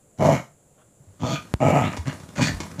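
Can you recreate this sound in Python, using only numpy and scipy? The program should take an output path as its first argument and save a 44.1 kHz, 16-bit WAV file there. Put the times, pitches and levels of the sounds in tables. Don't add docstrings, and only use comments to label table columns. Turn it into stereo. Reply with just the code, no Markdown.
import sys
import numpy as np
from scipy import signal
from scipy.fft import rfft, irfft, next_fast_len
from scipy.io import wavfile
from scipy.ndimage import uniform_filter1d

SR = 44100
rng = np.random.default_rng(int(sys.argv[2]) if len(sys.argv) > 2 else 0)


def master_out(mix):
    frames = np.transpose(np.atleast_2d(mix))
    ceiling = np.clip(frames, -1, 1)
    pcm = np.round(ceiling * 32767).astype(np.int16)
    wavfile.write(sys.argv[1], SR, pcm)


N = 123479
TIME = np.arange(N) / SR

# time in seconds, then chest, throat, rasp, hiss in dB.
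GROWLS = [
    [(0.175, -72, -61, -62, -63), (0.185, -38, -50, -56, -54), (0.201, -23.5, -25.5, -44.5, -51.5),
     (0.215, -20.5, -22.5, -38.5, -44.5), (0.247, -17.5, -15.5, -31.5, -38),
     (0.291, -20.5, -18.5, -36, -41), (0.343, -22, -26, -33, -42), (0.367, -27.5, -66, -29.5, -40.5),
     (0.391, -32.5, -52, -40, -58), (0.42, -42, -62, -62, -55)],
    [(1.195, -52, -52, -59, -65), (1.209, -39, -49, -49, -52), (1.239, -18, -26, -41, -43),
     (1.263, -27, -30.5, -39, -38), (1.285, -27, -29, -35.5, -39), (1.347, -22.5, -35, -35.5, -34),
     (1.359, -37, -34, -27, -50), (1.41, -51, -76, -66, -58)],
    [(1.602, -25, -23.5, -37, -50.5), (1.646, -18, -23.5, -34, -45), (1.712, -18, -16.5, -29, -37.5),
     (1.732, -19, -26, -36, -53), (1.748, -20.5, -19.5, -30.5, -42.5), (1.85, -22.5, -27.5, -27.5, -46.5),
     (1.882, -20, -36, -25, -50.5), (1.904, -39, -53, -46, -56), (1.932, -31.5, -34, -35, -50),
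     (1.95, -36, -43, -41, -54)],
    [(2.05, -53, -68, -49, -62), (2.064, -33, -34.5, -36, -48), (2.082, -22, -31, -32.5, -36.5),
     (2.094, -27.5, -40, -35.5, -50), (2.122, -54, -46, -39.5, -51), (2.13, -46, -32, -54, -44)],
    [(2.355, -53, -45, -44, -43), (2.365, -36, -36, -37.5, -43), (2.381, -22, -34, -32, -38),
     (2.399, -19, -20.5, -36, -38.5), (2.429, -17.5, -38.5, -27, -28.5), (2.469, -25, -38, -35.5, -31.5),
     (2.481, -27, -34, -21.5, -29.5), (2.507, -28.5, -36, -55, -49), (2.517, -29, -48, -56, -51),
     (2.55, -34.5, -55, -66, -70)],
]
LAST_GROWL = [(2.78,-47,-53,-56,-66),(2.792,-24.5,-35,-44.5,-43.5),(2.8,-31,-38,-32,-33.5)]
# frequency in Hz, gain in dB.
CHEST = [(25,-55),(45,-26),(70,-10),(105,-2),(150,2),(200,-2),(290,-4),(380,-17),(520,-34),(1000,-70)]
WOOF = [(400,-10.5),(640,-2),(800,-7.5),(1000,-11),(1280,-18.5),(1480,-26.5),(1950,-21),(2290,-18),(2600,-31.5),(3000,-23.5),(3450,-37.5),(4150,-29.5),(4650,-35.5),(5600,-29),(6900,-26.5),(8000,-37),(9300,-44.5),(11500,-35.5),(15000,-56.5)]
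SNARL = [(400,-10),(630,3),(790,-6),(1000,-1.5),(1100,-16),(1230,-4.5),(1550,-14.5),(2100,-11),(2450,-5),(2850,-11.5),(3400,-1),(3850,-13),(4380,-11),(5100,-13),(6000,-8),(6750,-4.5),(8000,-19),(9500,-30.5),(12500,-21),(15000,-38.5)]
RUMBLE = [(430,-8),(600,3.5),(780,3),(920,-5.5),(1100,-13),(1270,-9.5),(1480,-25),(1950,-18.5),(2290,-17.5),(2600,-20),(2880,-20),(3200,-33),(4700,-34),(6200,-30),(7200,-22),(7900,-29.5),(9000,-39.5),(12500,-37),(15000,-50.5)]
RASPING = [(400,-5),(560,5.5),(750,1.5),(950,2.5),(1250,-1),(1520,1),(1750,4),(2100,3.5),(2430,2.5),(3100,-3),(3500,-3.5),(3850,-5),(4480,-1.5),(4950,-7.5),(6000,-3.5),(7000,-2.5),(8500,-12),(9500,-23),(12000,-19),(15000,-29)]
# frequency in Hz, gain in dB.
THROAT_BAND = [(200,-43),(430,-2.5),(1300,-6),(1900,-15.5),(4000,-57)]
RASP_BAND = [(600,-31.5),(1400,-4),(3000,-2.5),(4500,-18)]
HISS_BAND = [(2000,-26),(3400,3),(15000,-2.5)]
CHEST_DB, THROAT_DB, RASP_DB, HISS_DB = -2, -1.5, 2, 5

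def growls():
    pulses, puffs, fundamental = vocal_folds()
    def voice(*shapes, air_share):
        turbulence = unit(puffs * rng.standard_normal(N))
        source = np.sqrt(1 - air_share) * unit(pulses) + np.sqrt(air_share) * turbulence
        return unit(coloured(source, *shapes))
    body = voice(CHEST, air_share=0.092) + amp(-1) * fundamental
    out = np.zeros(N)
    for rows, tract in zip(GROWLS + [LAST_GROWL], [WOOF, SNARL, RUMBLE] + 3 * [RASPING]):
        chest, throat, rasp, hiss = envelopes(rows)
        out += amp(CHEST_DB) * chest * body
        out += amp(THROAT_DB) * throat * voice(tract, THROAT_BAND, air_share=0.56)
        out += amp(RASP_DB) * rasp * voice(tract, RASP_BAND, air_share=1)
        out += amp(HISS_DB) * hiss * voice(tract, HISS_BAND, air_share=1)
    return out


# time in seconds, pulse rate in Hz, timing scatter in cycles.
PITCH = [(.18,124.8,.18),(0.249,152.1,0.164),(0.329,145.8,.14),(0.369,122.1,.16),(.42,121.7,0.15),(1.21,111.3,0.1565),(1.291,124.3,0.17),(1.349,146.3,.1),(1.599,122.3,0.083),(1.64,129.6,0.177),(1.68,147.3,.13),(1.769,146.9,.14),(1.82,111.5,.1),(1.88,92.1,.08),(1.95,95.78,0.12),(2.059,120,.04),(2.096,152,0.065),(2.38,120.6,.2),(2.431,145,.2),(2.481,104.6,.18),(2.8,150.3,0.11)]
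SHIMMER_DB, HOARSE_SCATTER_CYCLES, PUFF_S = 4.5, 0.073, 0.003

def vocal_folds():
    times, hz, scatter = np.transpose(PITCH)
    cycles = np.cumsum(np.interp(TIME, times, hz)) / SR
    beats = np.arange(600)
    timing_draw, size_draw = rng.standard_normal((len(beats), 2)).T
    jitter = np.interp(np.interp(beats, cycles, TIME), times, scatter) * timing_draw
    onsets = np.interp(beats + jitter, cycles, np.arange(N), right=N).astype(int)
    pulses = np.bincount(onsets, amp(SHIMMER_DB * np.tanh(size_draw)), N + 1)[:N]
    puffs = unit(signal.lfilter([1], [1, -np.exp(-1 / (PUFF_S * SR))], pulses))
    regularity = 1 / (1 + (np.interp(TIME, times, scatter) / HOARSE_SCATTER_CYCLES) ** 4)
    leak = 0.6 * (1 - regularity)
    return pulses, puffs + leak, regularity * np.cos(2 * np.pi * cycles)


# peak time and length in seconds, frequency in Hz,
# glide in Hz per second, half-bandwidth in Hz, level in dB.
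WHEEZES = [(0.293,0.029,633,0,44.6,-21),(0.387,0.015,618,10,36.4,-36.5),(1.30,0.082,1217,600,43.4,-36),(1.305,0.062,4423,0,121.9,-35),(1.365,0.033,2433,0,80,-34),(1.378,0.027,1423,0,60,-41.5),(1.69,0.058,2286,0,50.3,-25),(1.755,0.031,649.7,0,30,-33),(1.853,0.057,3463,8998,332.4,-35),(2.40,0.019,942,0,79.6,-34),(2.43,0.034,2408,14,80.9,-22.5),(2.446,0.057,4514,0,130,-29),(2.48,0.041,1768,2000,59,-31),(2.55,.04,1795,0,25,-51)]

def wheezes():
    out = np.zeros(N)
    for peak, length, hz, glide, width_hz, db in WHEEZES:
        t = TIME - peak
        lowpass = signal.butter(2, width_hz, fs=SR, output='sos')
        flutter = unit(signal.sosfilt(lowpass, rng.standard_normal((2, N))))
        phase = 2 * np.pi * (hz * t + glide * t * t / 2)
        swell = amp(db) * np.exp(-2 * (t / length) ** 2)
        out += swell * (flutter[0] * np.cos(phase) + flutter[1] * np.sin(phase))
    return out


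# start in seconds, level in dB, 60 dB decay time in seconds.
CLICKS = [(1.928,-31,0.038),(1.9674,-25,0.024),(1.972,-24.5,.035),(2.2,-38,.05),(2.29,-36,0.019),(2.603,-21.5,0.057),(2.633,-29.5,0.045),(2.715,-35,0.029)]
# frequency in Hz, gain in dB.
CLICK_COLOUR = [(100,2.5),(300,5),(750,-1.5),(950,3),(1300,-5.5),(2100,1),(2800,0),(3800,-2.5),(7000,-3.5),(10000,-21),(15000,-30)]

def clicks():
    decays = sum((TIME > start) * amp(db - 60 * since(start) / t60) for start, db, t60 in CLICKS)
    return noise(CLICK_COLOUR) * decays


# start in seconds, level in dB, frequency in Hz, 60 dB decay time in seconds.
THUDS = [(0.858,-48.5,125,.12),(1.0,-39,141,0.097),(1.069,-41.5,95,0.23),(1.983,-17,80,0.12),(2.487,-28,86.7,0.69),(2.526,-19.5,48.5,0.21),(2.6,-34,152,0.18),(2.67,-38.5,164.3,0.49)]
THUD_ATTACK_S = 0.0048

def paw_thuds():
    out = np.zeros(N)
    for start, db, hz, t60 in THUDS:
        t = since(start)
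        attack = 1 - np.exp(-t / THUD_ATTACK_S)
        out -= amp(db - 60 * t / t60) * attack * np.sin(2 * np.pi * hz * t)
    return out


# time in seconds, level in dB.
SLIDING = [(0,-79),(.85,-78),(1.0,-67),(1.15,-58.5),(1.45,-45.5),(1.58,-48.5),(1.95,-42.5),(2.03,-47),(2.15,-39.5),(2.21,-42.5),(2.26,-46.5),(2.55,-40.5),(2.65,-39),(2.8,-45.5)]
# frequency in Hz, gain in dB.
SLIDING_COLOUR = [(30,-16),(70,3),(200,5),(400,-9),(1200,-11),(2500,-16),(6000,-17.5),(10000,-20),(15000,-31)]
SCUFF_COLOUR = [(200,-19.5),(600,6),(1000,0.5),(1400,4),(2200,-10),(3300,1),(4500,-21),(9000,-24),(15000,-36.5)]
GRAIN_DB, SCUFF_DB = 2.5, -59.5

def scuffle():
    grain = amp(GRAIN_DB * unit(uniform_filter1d(rng.standard_normal(N), size=300)))
    scuff = envelopes([(0.778, SCUFF_DB), (0.828, SCUFF_DB)])[0] * noise(SCUFF_COLOUR)
    return scuff + envelopes(SLIDING)[0] * unit(grain * noise(SLIDING_COLOUR))


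# corner frequency in Hz, damping ratio.
POP_FILTERS = [(58,0.3),(105,0.45)]
POP_S, POP_DB, POP_DECAY_S, POP_SOFTEN_HZ = 1.5397, -0.9, 0.02, 8840

def mic_pop():
    def channel(hz):
        s = 1j * hz
        stages = [s * s / (s * s + 2 * damping * f * s + f * f) for f, damping in POP_FILTERS]
        return np.prod(stages, axis=0) / (1 + s / POP_SOFTEN_HZ)
    step = (TIME > POP_S) * np.exp(-since(POP_S) / POP_DECAY_S)
    return amp(POP_DB) * filtered(step, channel)


# frequency in Hz, reverberation time in seconds.
ROOM_T60 = [(100,.38),(600,0.27),(2500,0.24),(7000,0.3),(14000,0.38)]
# frequency in Hz, gain in dB.
REFLECTIONS = [(80,-15.5),(170,-12),(330,-10.5),(600,-5),(1200,2),(2500,-4),(6000,-3.5),(14000,-3)]

def room(direct):
    hz, t, spectra = signal.stft(rng.standard_normal((2, SR // 2)), SR, nperseg=256)
    decay = amp(-60 * t / along(ROOM_T60, hz)[:, None])
    tail = signal.istft(spectra * decay, SR, nperseg=256)[1]
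    tail = np.pad(tail / np.linalg.norm(tail[0]), ((0, 0), (150, 0)))
    reflected = signal.fftconvolve(direct[None], tail, axes=1)[:, :N]
    return direct + coloured(reflected, REFLECTIONS)


# frequency in Hz, gain in dB.
MIC_HISS = [(100,5.5),(5500,-17),(6500,-4.5),(7300,4.5),(8500,-6),(10000,-4.5),(12000,-17.5),(15000,-15.5)]
RIGHT_MIC = [(60,1.1),(300,2),(700,1),(1300,-1),(2300,-8),(4400,-18),(8000,-31.5),(10500,-14),(15000,-2)]
LOW_CUT_HZ, MIC_HISS_DB, RIGHT_LAG_S = 54, -56.5, 0.00012

def microphones(pressure):
    def muffle_and_delay(hz):
        return amp(along(RIGHT_MIC, hz)) * np.exp(-2j * np.pi * hz * RIGHT_LAG_S)
    left, right = signal.sosfilt(signal.butter(4, LOW_CUT_HZ, 'high', fs=SR, output='sos'), pressure)
    left += amp(MIC_HISS_DB) * noise(MIC_HISS)
    right += amp(MIC_HISS_DB) * noise(MIC_HISS)
    return left, filtered(right, muffle_and_delay)


def amp(db):
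    return 10 ** (np.asarray(db) / 20)


def unit(x):
    return x / np.sqrt(np.mean(x ** 2) + 1e-20)


def since(start):
    return np.maximum(TIME - start, 0)


def along(points, hz):
    frequencies, values = np.transpose(points)
    return np.interp(np.log(hz + 1), np.log(frequencies + 1), values)


def envelopes(rows, edge_s=0.0021):
    times, *levels = np.transpose(rows)
    gate = np.clip(np.minimum(TIME - times[0], times[-1] + edge_s - TIME) / edge_s, 0, 1)
    return gate * np.array([amp(np.interp(TIME, times, db)) for db in levels])


def filtered(x, response):
    size = 2 * next_fast_len(N // 2 + 4096)
    return irfft(rfft(x, size) * response(np.fft.rfftfreq(size, 1 / SR)), size)[..., :N]


def coloured(x, *shapes):
    def response(hz):
        cepstrum = irfft(np.log(amp(sum(along(points, hz) for points in shapes))))
        cepstrum[1:len(cepstrum) // 2] *= 2
        cepstrum[len(cepstrum) // 2 + 1:] = 0
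        return np.exp(rfft(cepstrum))
    return filtered(x, response)


def noise(points):
    return unit(coloured(rng.standard_normal(N), points))


# frequency in Hz, gain in dB.
ROOM_TONE = [(20,-58.5),(60,-1),(150,5.5),(260,-4.5),(600,-1),(1200,-26),(3000,-36),(15000,-59)]
ROOM_TONE_DB = -62

def scene():
    dog = growls() + wheezes() + clicks() + paw_thuds() + scuffle()
    left, right = microphones(room(dog) + amp(ROOM_TONE_DB) * noise(ROOM_TONE))
    return np.array([left + mic_pop(), right])


TOP_HZ = 15100

def record(dry):
    return filtered(dry, lambda hz: np.clip((TOP_HZ - hz) / 400, 0, 1))


dry = scene()
out = record(dry)
master_out(out)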